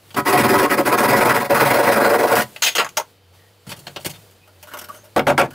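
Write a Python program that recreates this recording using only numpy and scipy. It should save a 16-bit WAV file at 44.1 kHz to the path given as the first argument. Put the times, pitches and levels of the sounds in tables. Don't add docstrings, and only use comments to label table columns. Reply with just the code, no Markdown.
import sys
import numpy as np
from scipy import signal
from scipy.fft import rfft, irfft
from scipy.io import wavfile
from scipy.ndimage import uniform_filter1d, map_coordinates

SR = 44100
rng = np.random.default_rng(int(sys.argv[2]) if len(sys.argv) > 2 else 0)


def amplitude_ratio(level_db):
    exponent = np.asarray(level_db, float) / 20
    return 10 ** exponent


def generate_wav(signal):
    frames = np.transpose(np.atleast_2d(signal))
    scaled = np.clip(frames, -1, 1) * 32767
    pcm = np.round(scaled).astype(np.int16)
    wavfile.write(sys.argv[1], SR, pcm)


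N = 244314
T = np.arange(N) / SR
HZ = np.fft.rfftfreq(16384, 1 / SR)

# time in seconds, stir of the worker in dB, hum level in dB.
BACKGROUND = [(0, 2.5, -58), (.1, 8, -52), (2.45, 12, -67), (2.95, 5, -62), (3.1, 3.5, -58),
              (3.2, -2.5, -55.5), (3.32, -0.5, -51), (3.36, 4, -53), (3.6, 0, -56.5), (3.8, 8, -53),
              (4.2, 8.5, -50), (4.4, 1.5, -58), (4.58, 2.5, -51.5), (4.7, 7.5, -52.5), (5.05, 4.5, -53),
              (5.54, 2, -53)]


def unit(x):
    return x / np.sqrt(np.mean(x ** 2) + 1e-20)


def along(points, hz):
    f, v = np.transpose(points)
    return np.interp(np.log(hz + 1), np.log(f + 1), v)


def causal(gain):
    cepstrum = irfft(np.log(gain + 1e-6 * gain.max()))
    half = len(cepstrum) // 2
    cepstrum[1:half] *= 2
    cepstrum[half + 1:] = 0
    h = irfft(np.exp(rfft(cepstrum)))[:8192]
    return h / np.linalg.norm(h)


def even(points_db):
    return np.fft.fftshift(irfft(amplitude_ratio(along(points_db, HZ))))


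def through(x, h):
    return signal.fftconvolve(x, h)[:N]


def band(lo_hz, hi_hz):
    return 1 / np.sqrt((1 + (lo_hz / (HZ + 1)) ** 12) * (1 + (HZ / hi_hz) ** 12))


def body(tone, modes):
    lift = sum(amplitude_ratio(2 * db) / (1 + (2 * (HZ - hz) / width) ** 2) for hz, width, db in modes)
    return amplitude_ratio(along(tone, HZ)) * np.sqrt(1 + lift)


def grit(rate, spread_db, share):
    chance, size = rng.random(N), rng.exponential(1, N)
    sign, dust = rng.standard_normal(N), rng.standard_normal(N)
    bites = (chance < rate / SR) * amplitude_ratio(spread_db * np.minimum(size, 4)) * sign
    return np.sqrt(share) * unit(bites) + np.sqrt(1 - share) * dust


def voiced(rows, mix):
    return [(s, length, *(db + np.array([1, *controls]) @ np.array(mix)))
            for s, length, db, *controls in rows]


def contacts(rows, material, gains, attack, sag_db, t60, boost_db, lead=0, **grain):
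    part_edges = {"saw": [(250, 750), (750, 2500), (2500, 20000), (20, 250)], "steel": [(20, 1500),
                  (1500, 4500), (4500, 7500), (7500, 20000)], "feet": [(20, 300), (300, 2000), (2000, 6000),
                  (6000, 20000)], "tip": [(20, 800), (800, 2000), (2000, 6000), (6000, 20000)],
                  "palm": [(20, 300), (300, 1000), (1000, 3500), (3500, 20000)]}
    attacks, leads = np.broadcast_to(attack, 4), np.broadcast_to(lead, 4)
    power = np.zeros((4, N + SR))
    for s, length, *levels in rows:
        t = np.arange(-round(.02 * SR), round((length + max(t60)) * SR)) / SR
        start = round((s + t[0]) * SR)
        held_db = sag_db * np.clip(t / length, 0, 1) ** 3
        for part, db, fall, up, early in zip(power, levels, t60, attacks, leads):
            rise = np.sin(np.pi / 2 * np.clip((t + early) / min(up, length + early), 0, 1)) ** 2
            decay_db = -60 * np.maximum(t - length, 0) / fall
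            part[start:][:len(t)] += (rise * amplitude_ratio(db + held_db + decay_db)) ** 2
    drives = np.sqrt(power[:, :N]) * amplitude_ratio(boost_db) * grit(**grain)
    return [sum(through(drive, causal(gain * band(*edge)))
                for drive, edge in zip(drives, part_edges[material])) for gain in gains]


def patchy(x, depth_db):
    z = signal.stft(x, nperseg=512)[2]
    field = uniform_filter1d(rng.standard_normal(z.shape), size=5, axis=0)
    field = uniform_filter1d(field, size=6, axis=1)
    gain = amplitude_ratio(depth_db * unit(field))
    return signal.istft(z * unit(gain), nperseg=512)[1][:N]


def air():
    # frequency in Hz, level in dB per Hz.
    air_tone = [(40, -33), (58, -22), (78, -27), (130, -20), (240, -25.5), (480, -21), (900, -27.5),
                (2000, -32), (4600, -33), (5600, -37), (15500, -38.5), (16500, -62.5)]
    # level at rest in dB, growth in dB per dB of stir.
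    stir_mix = [(-59.5, 0.73), (-63.5, 0.7), (-66.5, 1.33)]
    s, stir_db, _ = np.transpose(BACKGROUND)
    stir_db = np.interp(T, s, stir_db)
    tone = amplitude_ratio(along(air_tone, HZ))
    shapes = [tone * band(40, 2200), tone * band(2200, 5700), tone * band(6000, 20000)]
    layers = [amplitude_ratio(db + grows * stir_db) * through(rng.standard_normal(N), causal(shape))
              for (db, grows), shape in zip(stir_mix, shapes)]
    return patchy(sum(layers), depth_db=-0.5)


def waver(rate):
    return map_coordinates(rng.standard_normal(int(N * rate / SR) + 4), [T * rate])


def hum():
    s, _, hum_db = np.transpose(BACKGROUND)
    level_db = np.interp(T, s, hum_db) - 0.5 + 1.5 * waver(7)
    phase = 2 * np.pi * np.cumsum(99 + 5 * waver(11)) / SR
    return amplitude_ratio(level_db) * np.sin(phase)


def feet():
    # start in seconds, length in seconds, force in dB, weight in dB, falling dust in dB.
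    moves = [(.105, 0.012, -46, -13, -11), (.143, 0.0054, -33.5, -3, -4), (3.335, 0.024, -63, 1, 2),
             (3.666, 0.022, -49.5, 12.5, 3), (3.691, 0.036, -41, -7, 4.5), (3.716, 0.015, -33.5, -5, -6),
             (3.762, 0.019, -51, 6, 5), (3.79, 0.012, -54, -6, 13), (3.867, .012, -33, -4, -8),
             (3.89, 0.025, -56, 13, -2), (3.96, 0.0098, -26, -14, -15), (4.0, 0.038, -53, -1, 5),
             (4.046, 0.016, -32, -12, 4), (4.058, 0.01, -28, 1, 4), (4.095, 0.021, -45, -19, 11),
             (4.135, 0.031, -48.5, -11, -1)]
    # frequency in Hz, width in Hz, lift in dB.
    ladder = [(163, 61, 1), (571, 48, -5), (975, 94, 5.5), (3160, 560, 13.5), (4460, 420, 11.5)]
    # frequency in Hz, level in dB per Hz.
    move_tone = [(20, -53), (80, -20), (160, -1.5), (230, -17.5), (600, -8.5), (1360, -18), (4600, -23.5),
                 (15500, -26.5), (16500, -46.5)]
    # dB per dB in thud, knock, scuff and dust; the first is dB over the force.
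    feet_mix = [(0.14, 0.55, -1.6, -1.5), (1, 0.22, -0.17, 0.1), (0, -0.13, 0.19, 0.93)]
    return contacts(voiced(moves, feet_mix), "feet", [body(move_tone, ladder)], attack=0.0015, sag_db=-2.5,
                    t60=[0.099, 0.099, 0.046, 0.057], boost_db=-0.5, rate=3600, spread_db=0.5, share=0.4)[0]


def strokes():
    # start in seconds, force in dB, sheet flex in dB.
    run_a = [(0.161, -21, -6), (0.264, -19.5, -6), (0.321, -14.5, 1.5), (0.367, -16, -8.5), (0.428, -18, 2),
             (0.478, -17.5, -3.5), (0.526, -17.5, 2), (0.575, -17, -5), (0.619, -19, 3),
             (0.696, -19.5, -1.5), (0.77, -20, 6), (0.849, -20.5, -1), (0.912, -18.5, 6),
             (0.97, -18.5, -1.5), (1.023, -18, 2), (1.075, -17, -5), (1.122, -12.5, 3.5),
             (1.153, -18.5, -2.5), (1.2, -18, 2.5), (1.242, -18.5, 1.5), (1.283, -17.5, 4),
             (1.335, -20.5, -0.5), (1.392, -25, -3), (1.438, -28, -3.5)]
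    run_b = [(1.495, -18.5, 2.5), (1.538, -19, -5), (1.595, -12.5, 2.5), (1.643, -18, -4),
             (1.697, -15.5, 3.5), (1.727, -21.5, 4.5), (1.779, -19, 6.5), (1.822, -23.5, 6),
             (1.863, -15.5, 4), (1.908, -19, 0), (1.95, -20, 4.5), (1.995, -22.5, 7.5), (2.036, -18.5, 6),
             (2.085, -21, 4.5), (2.126, -20.5, 6), (2.179, -24, 8.5), (2.221, -21.5, 6.5),
             (2.265, -24, 1.5), (2.307, -18, 3), (2.351, -20.5, -2)]
    crumble_a = [-0.46, 1, 0.25, .5, -1, -.5, 0, -1.5, -0.43, 0.36, 0, 1.2, 0, -1, 0.25, -1.2, -0.7, -.5, 1,
                 -.5, 1, -1.1, 0, 0.97]
    crumble_b = [.5, 0, 0, 0, -.5, 1, -.5, 1.5, -1, 1, 0, .5, 0, -1, -1, .5, 0, 1, 1, 1]
    # start in seconds, length in seconds, force in dB, sheet flex in dB.
    drags = [
        (.167, .006, -22, -5),
        (.25, 0.024, -23, -2),
        (.668, 0.032, -34.5, -6),
        (.75, 0.018, -38.5, -6.5),
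        (.815, .036, -38, 0.5),
    ]
    # dB over the force, or dB per dB, in board, rasp, grit and boom.
    pull_mix = [(0, 0.33, -7, -8.5), (.95, 0.075, 0, -0.5)]
    push_mix = [(0, -0.39, -6.5, -10.5), (.95, 0.23, 0.13, -0.06)]
    wear_db_per_s = (-0.3, -0.5, -0.35, -1.7)
    crumble_mix = (0, 0, 1, 0.07)
    # share of the time to the turn, longest bite in s
    fill, longest_s = (0.95, 1.066), (.045, 0.058)
    rows = []
    for run, crumble, last_s in zip((run_a, run_b), (crumble_a, crumble_b), (0.032, 0.075)):
        gaps = np.diff([row[0] for row in run])
        lengths = [min(fill[k % 2] * gap, longest_s[k % 2]) for k, gap in enumerate(gaps)] + [last_s]
        for k, ((s, db, flex), length) in enumerate(zip(run, lengths)):
            mix = (pull_mix, push_mix)[k % 2]
            growth_s = s - run_b[0][0]
            rows += voiced([(s, length, db, flex, growth_s, crumble[k])], [*mix, wear_db_per_s, crumble_mix])
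    return rows + voiced(drags, push_mix)


def saw():
    # frequency in Hz, width in Hz, lift in dB with a short cut, lift in dB with a long cut.
    sheet = [(131.5, 12, 14.5, 14), (290, 13, 17, 9.5), (390, 17.7, 19, 2.5), (457, 63, 4.5, 10.5),
             (569.6, 29.4, 11.5, 15.5), (727, 19, 8.5, 8.5), (989, 18, 14.5, 9), (1076.5, 29, 11, 2),
             (1272, 23, 11, 3.5), (1462, 23, 8, 9), (1660, 37, 5, 5), (1947, 96, 7.5, 7),
             (215, 16, 4.5, -0.5), (2440, 50, 4.5, -0.5), (4120, 90, 4.5, 8), (4930, 480, 4.5, 3.5),
             (9630, 350, 0.5, 2.5), (10460, 250, 5.5, 7.5), (11150, 350, 9, 1), (13200, 500, 3, 4.5),
             (14700, 800, 2.5, 4.5)]
    # frequency in Hz, level in dB per Hz.
    saw_tone = [(20, -34.5), (70, -41), (110, -21.5), (170, -22), (330, -13.5), (600, -9.5), (1000, -4),
                (1950, -14), (2350, -22), (2900, -29.5), (6000, -35), (8300, -35), (12400, -36),
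                (15600, -33.5), (16500, -62.5)]
    gains = [body(saw_tone, np.array(sheet)[:, [0, 1, lift]]) for lift in (2, 3)]
    short, long = contacts(strokes(), "saw", gains, attack=[.034, 0.033, 0.026, 0.034], sag_db=-9,
                           t60=[0.054, 0.044, 0.017, 0.1], boost_db=3.5, lead=[0.0089, .009, 0.0056, 0.01],
                           rate=1200, spread_db=2.5, share=0.27)
    cut = np.clip((T - .9) / 0.5, 0, 1)
    return (1 - cut) * short + cut * long


def setting_tip():
    # start in seconds, length in seconds,
    # force in dB, weight in dB.
    setting = [(2.353, 0.078, -30.5, -10), (4.31, 0.0064, -55, -14), (4.475, 0.0061, -55, 4.5),
               (4.627, 0.0072, -40.5, -3), (4.672, 0.027, -51.5, 7), (4.714, 0.023, -53, 13),
               (4.735, 0.012, -38, 5), (4.77, 0.0084, -39.5, 5), (4.787, 0.009, -34, -14),
               (4.813, 0.0083, -39.5, 3), (4.841, 0.0069, -40.5, -8), (4.886, 0.01, -43.5, 4),
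               (4.905, 0.045, -54, 3), (4.94, 0.041, -51.5, -1.5), (5.04, 0.025, -54, -2),
               (5.505, 0.012, -47.5, 0), (5.53, .01, -51, 0)]
    # frequency in Hz, width in Hz, lift in dB.
    tip_modes = [(598, 23, 14.5), (984, 35, 7.5), (1200, 15, -10), (1440, 28, 8), (2960, 220, 11),
                 (11800, 300, 7)]
    # frequency in Hz, level in dB per Hz.
    tip_tone = [(60, -40), (200, -16.5), (500, -15.5), (1400, -5.5), (2400, -15), (15500, -6), (16500, -42)]
    # dB over the force, or dB per dB, in board, handle, scratch and dust.
    tip_mix = [(0, 0.19, -0.86, 1.6), (.8, 1, -0.044, 0)]
    return contacts(voiced(setting, tip_mix), "tip", [body(tip_tone, tip_modes)], attack=0.00073, sag_db=-3.5,
                    t60=[0.14, 0.14, 0.073, 0.053], boost_db=-1.2, rate=2400, spread_db=5.5, share=0.18)[0]


def whine():
    # frequency in Hz, level in dB.
    whine_tones = [(479, -69), (3074, -74.5), (4597, -77)]
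    return sum(amplitude_ratio(db + 3.5) * np.sin(2 * np.pi * hz * T) for hz, db in whine_tones) * (T > 2.45)


def squeaks():
    # start in seconds, length in seconds, frequency in Hz, level in dB.
    rubs = [
        (2.52, 0.037, 6500, -66),
        (3.37, .14, 1900, -62.5),
        (3.58, .06, 7450, -71.5),
        (4.4, 0.085, 2520, -65),
        (4.887, 0.024, 1180, -32),
        (4.928, 0.079, 600, -52),
        (4.904, 0.15, 6340, -58),
        (4.897, 0.11, 9200, -57),
        (5.031, 0.058, 600, -47),
    ]
    out = np.zeros(N + SR)
    for s, length, hz, db in rubs:
        t = np.arange(round(length * SR)) / SR
        resonance = causal(1 / (1 + ((HZ - hz) / (.035 * hz)) ** 2))
        rub = signal.fftconvolve(rng.standard_normal(SR // 4), resonance)[4096:]
        out[round(s * SR):][:len(t)] += amplitude_ratio(db + 2.5) * np.sin(np.pi * t / length) * rub[:len(t)]
    return out[:N]


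def blade_scrapes():
    # start in seconds, length in seconds, force in dB, weight in dB, blade freedom in dB.
    scrapes = [(2.561, 0.0043, -28.5, -9, -17), (2.621, 0.035, -19, -11, 2),
               (2.662, .028, -16.5, -12.5, -6), (2.7, 0.039, -40, -12, 1), (2.751, 0.016, -25, -2.5, 3.5),
               (2.766, 0.0085, -23.5, -2, -3), (2.781, 0.012, -14.5, -2.5, -18),
               (2.794, 0.015, -19.5, 4, -12), (2.812, 0.02, -33.5, 11, -11),
               (2.845, 0.0051, -38.5, 16, 7.5), (2.862, .0087, -40, 8, -8),
               (2.889, 0.0054, -41.5, -14, 3.5), (2.97, 0.012, -24.5, 3, 9), (2.998, 0.0047, -37.5, 11, 8)]
    # frequency in Hz, width in Hz, lift in dB.
    blade = [(620, 70, 0), (2020, 130, 11), (2810, 370, 13), (3220, 640, 9), (6550, 330, 13.5)]
    # frequency in Hz, level in dB per Hz.
    steel_tone = [(20, -52), (90, -39), (150, -20), (230, -27), (600, -10), (2750, -11.5), (6500, -3),
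                  (8000, -12), (15500, -13.5), (16500, -43)]
    # dB over the force, or dB per dB, in knock, scrape, ring and fizz.
    steel_mix = [(0, 0.0023, 0.035, -1.1), (0.99, 0.0051, 0.071, 0.13), (0.13, 0.0048, 0.84, 0.56)]
    return contacts(voiced(scrapes, steel_mix), "steel", [body(steel_tone, blade)], attack=0.00063, sag_db=-4.5,
                    t60=[0.082, 0.047, 0.058, 0.067], boost_db=1.95, rate=2700, spread_db=2.0, share=0.2)[0]


def thumps():
    # time in seconds, level in dB.
    palm_hits = [
        (5.161, -15),
        (5.267, -15.5),
        (5.377, -24.5),
    ]
    # frequency in Hz, level in dB, t60 in seconds.
    drum = [(137, -8, 0.24), (222, -1, .05), (556, -1, .11), (746, 1.5, 0.13), (1050, -11, 0.071),
            (1235, -17, 0.06), (1490, -8, 0.069), (1690, -12, .06)]
    out, t = np.zeros(N + SR), np.arange(SR // 2) / SR
    for s, db in palm_hits:
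        ring = sum(amplitude_ratio(level - 60 * t / np.clip(t60, .03, .4)) * np.sin(2 * np.pi * hz * t)
                   for hz, level, t60 in drum)
        out[round(s * SR):][:len(t)] += amplitude_ratio(db) * ring * (1 - np.exp(-t / 0.0018))
    return out[:N]


def palm_blows():
    # start in seconds, length in seconds, force in dB, bite in dB.
    blows = [
        (5.162, 0.023, -14, -4),
        (5.192, 0.005, -16, 5),
        (5.268, 0.036, -15, -2.5),
        (5.298, 0.011, -15, 0.5),
        (5.378, 0.028, -10, 4),
        (5.412, 0.0057, -20.5, 16),
        (5.43, 0.035, -31.5, -3),
    ]
    # frequency in Hz, width in Hz, lift in dB.
    struck = [(142, 11, 1.5), (265, 17, 3), (576, 61, 12), (756, 63, 2.5)]
    # frequency in Hz, level in dB per Hz.
    blow_tone = [(20, -48), (70, -24), (135, -11.5), (250, -11), (760, -6), (1500, -6.5), (2300, -13.5),
                 (4200, -23), (8000, -25.5), (15500, -29.5), (16500, -49)]
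    # dB over the force, or dB per dB, in boom, board, crunch and grit.
    palm_mix = [(-12.5, 0.005, -5.5, -16), (-1.3, 0, 0.7, 0.5)]
    return contacts(voiced(blows, palm_mix), "palm", [body(blow_tone, struck)], attack=0.00068, sag_db=-5.0,
                    t60=[0.26, 0.12, 0.051, 0.02], boost_db=3.96, rate=1500, spread_db=2.0, share=0.21)[0]


def tail():
    # frequency in Hz, t60 in seconds.
    walls = [(110, 0.48), (210, 0.19), (500, 0.11), (2000, 0.12), (10000, 0.085)]
    hz, t, z = signal.stft(rng.standard_normal(SR // 2), SR, nperseg=512)
    decay = amplitude_ratio(-60 * t / along(walls, hz)[:, None])
    h = signal.istft(z * decay, SR, nperseg=512)[1]
    return h / np.linalg.norm(h)


def side_signal(cutting, handled):
    # frequency in Hz, side minus mid in dB.
    echo_width = [(60, -68), (110, -59), (200, -41.5), (380, -30.5), (700, -22.5), (1290, -18), (4400, -14),
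                  (8120, -18.5), (15000, -16.5)]
    # frequency in Hz, side minus mid in dB.
    air_width = [(110, -49.5), (200, -28), (380, -15), (700, -14.5), (4400, -15), (8100, -16.5),
                 (15000, -20)]
    # frequency in Hz, left minus right in dB.
    lean_db = [(200, 0.5), (1290, .5), (2380, 3), (4400, 1), (15000, 0.5)]
    lean = np.fft.fftshift(irfft(np.tanh(along(lean_db, HZ) * np.log(10) / 40)))
    echoes = amplitude_ratio(-4.5) * signal.fftconvolve(through(cutting + handled, tail()), even(echo_width), "same")
    direct = signal.fftconvolve(0.31 * cutting + handled, lean, "same")
    return echoes + direct + signal.fftconvolve(air(), even(air_width), "same")


def scene():
    cutting = patchy(saw(), depth_db=2.0)
    handled = patchy(feet() + setting_tip() + blade_scrapes() + palm_blows(), depth_db=2.5)
    handled = handled + squeaks() + thumps()
    work = cutting + handled
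    mid = amplitude_ratio(-1.05) * work + amplitude_ratio(-8.5) * through(work, tail())
    mid = mid + air() + hum() + whine()
    side = side_signal(cutting, handled)
    return np.array([mid + side, mid - side])


def limited(x):
    ceiling_db, level_s = -11.5, 0.009
    size = round(level_s * SR)
    power = uniform_filter1d(x.mean(0) ** 2, size=size)
    power = np.abs(uniform_filter1d(power, size=size // 2))
    return x / (1 + (power / amplitude_ratio(2 * ceiling_db)) ** 2) ** (1 / 4)


def roll_off(x):
    return signal.sosfilt(signal.butter(12, 16800, fs=SR, output="sos"), x)


def record(dry):
    x = limited(dry)
    x = x / (1 + np.abs(x / 0.8) ** 4) ** (1 / 4)
    x = signal.fftconvolve(x, even([(15720, 0.5), (15900, -40)])[None], "same", axes=1)
    return roll_off(x)


dry = scene()
out = record(dry)
generate_wav(out)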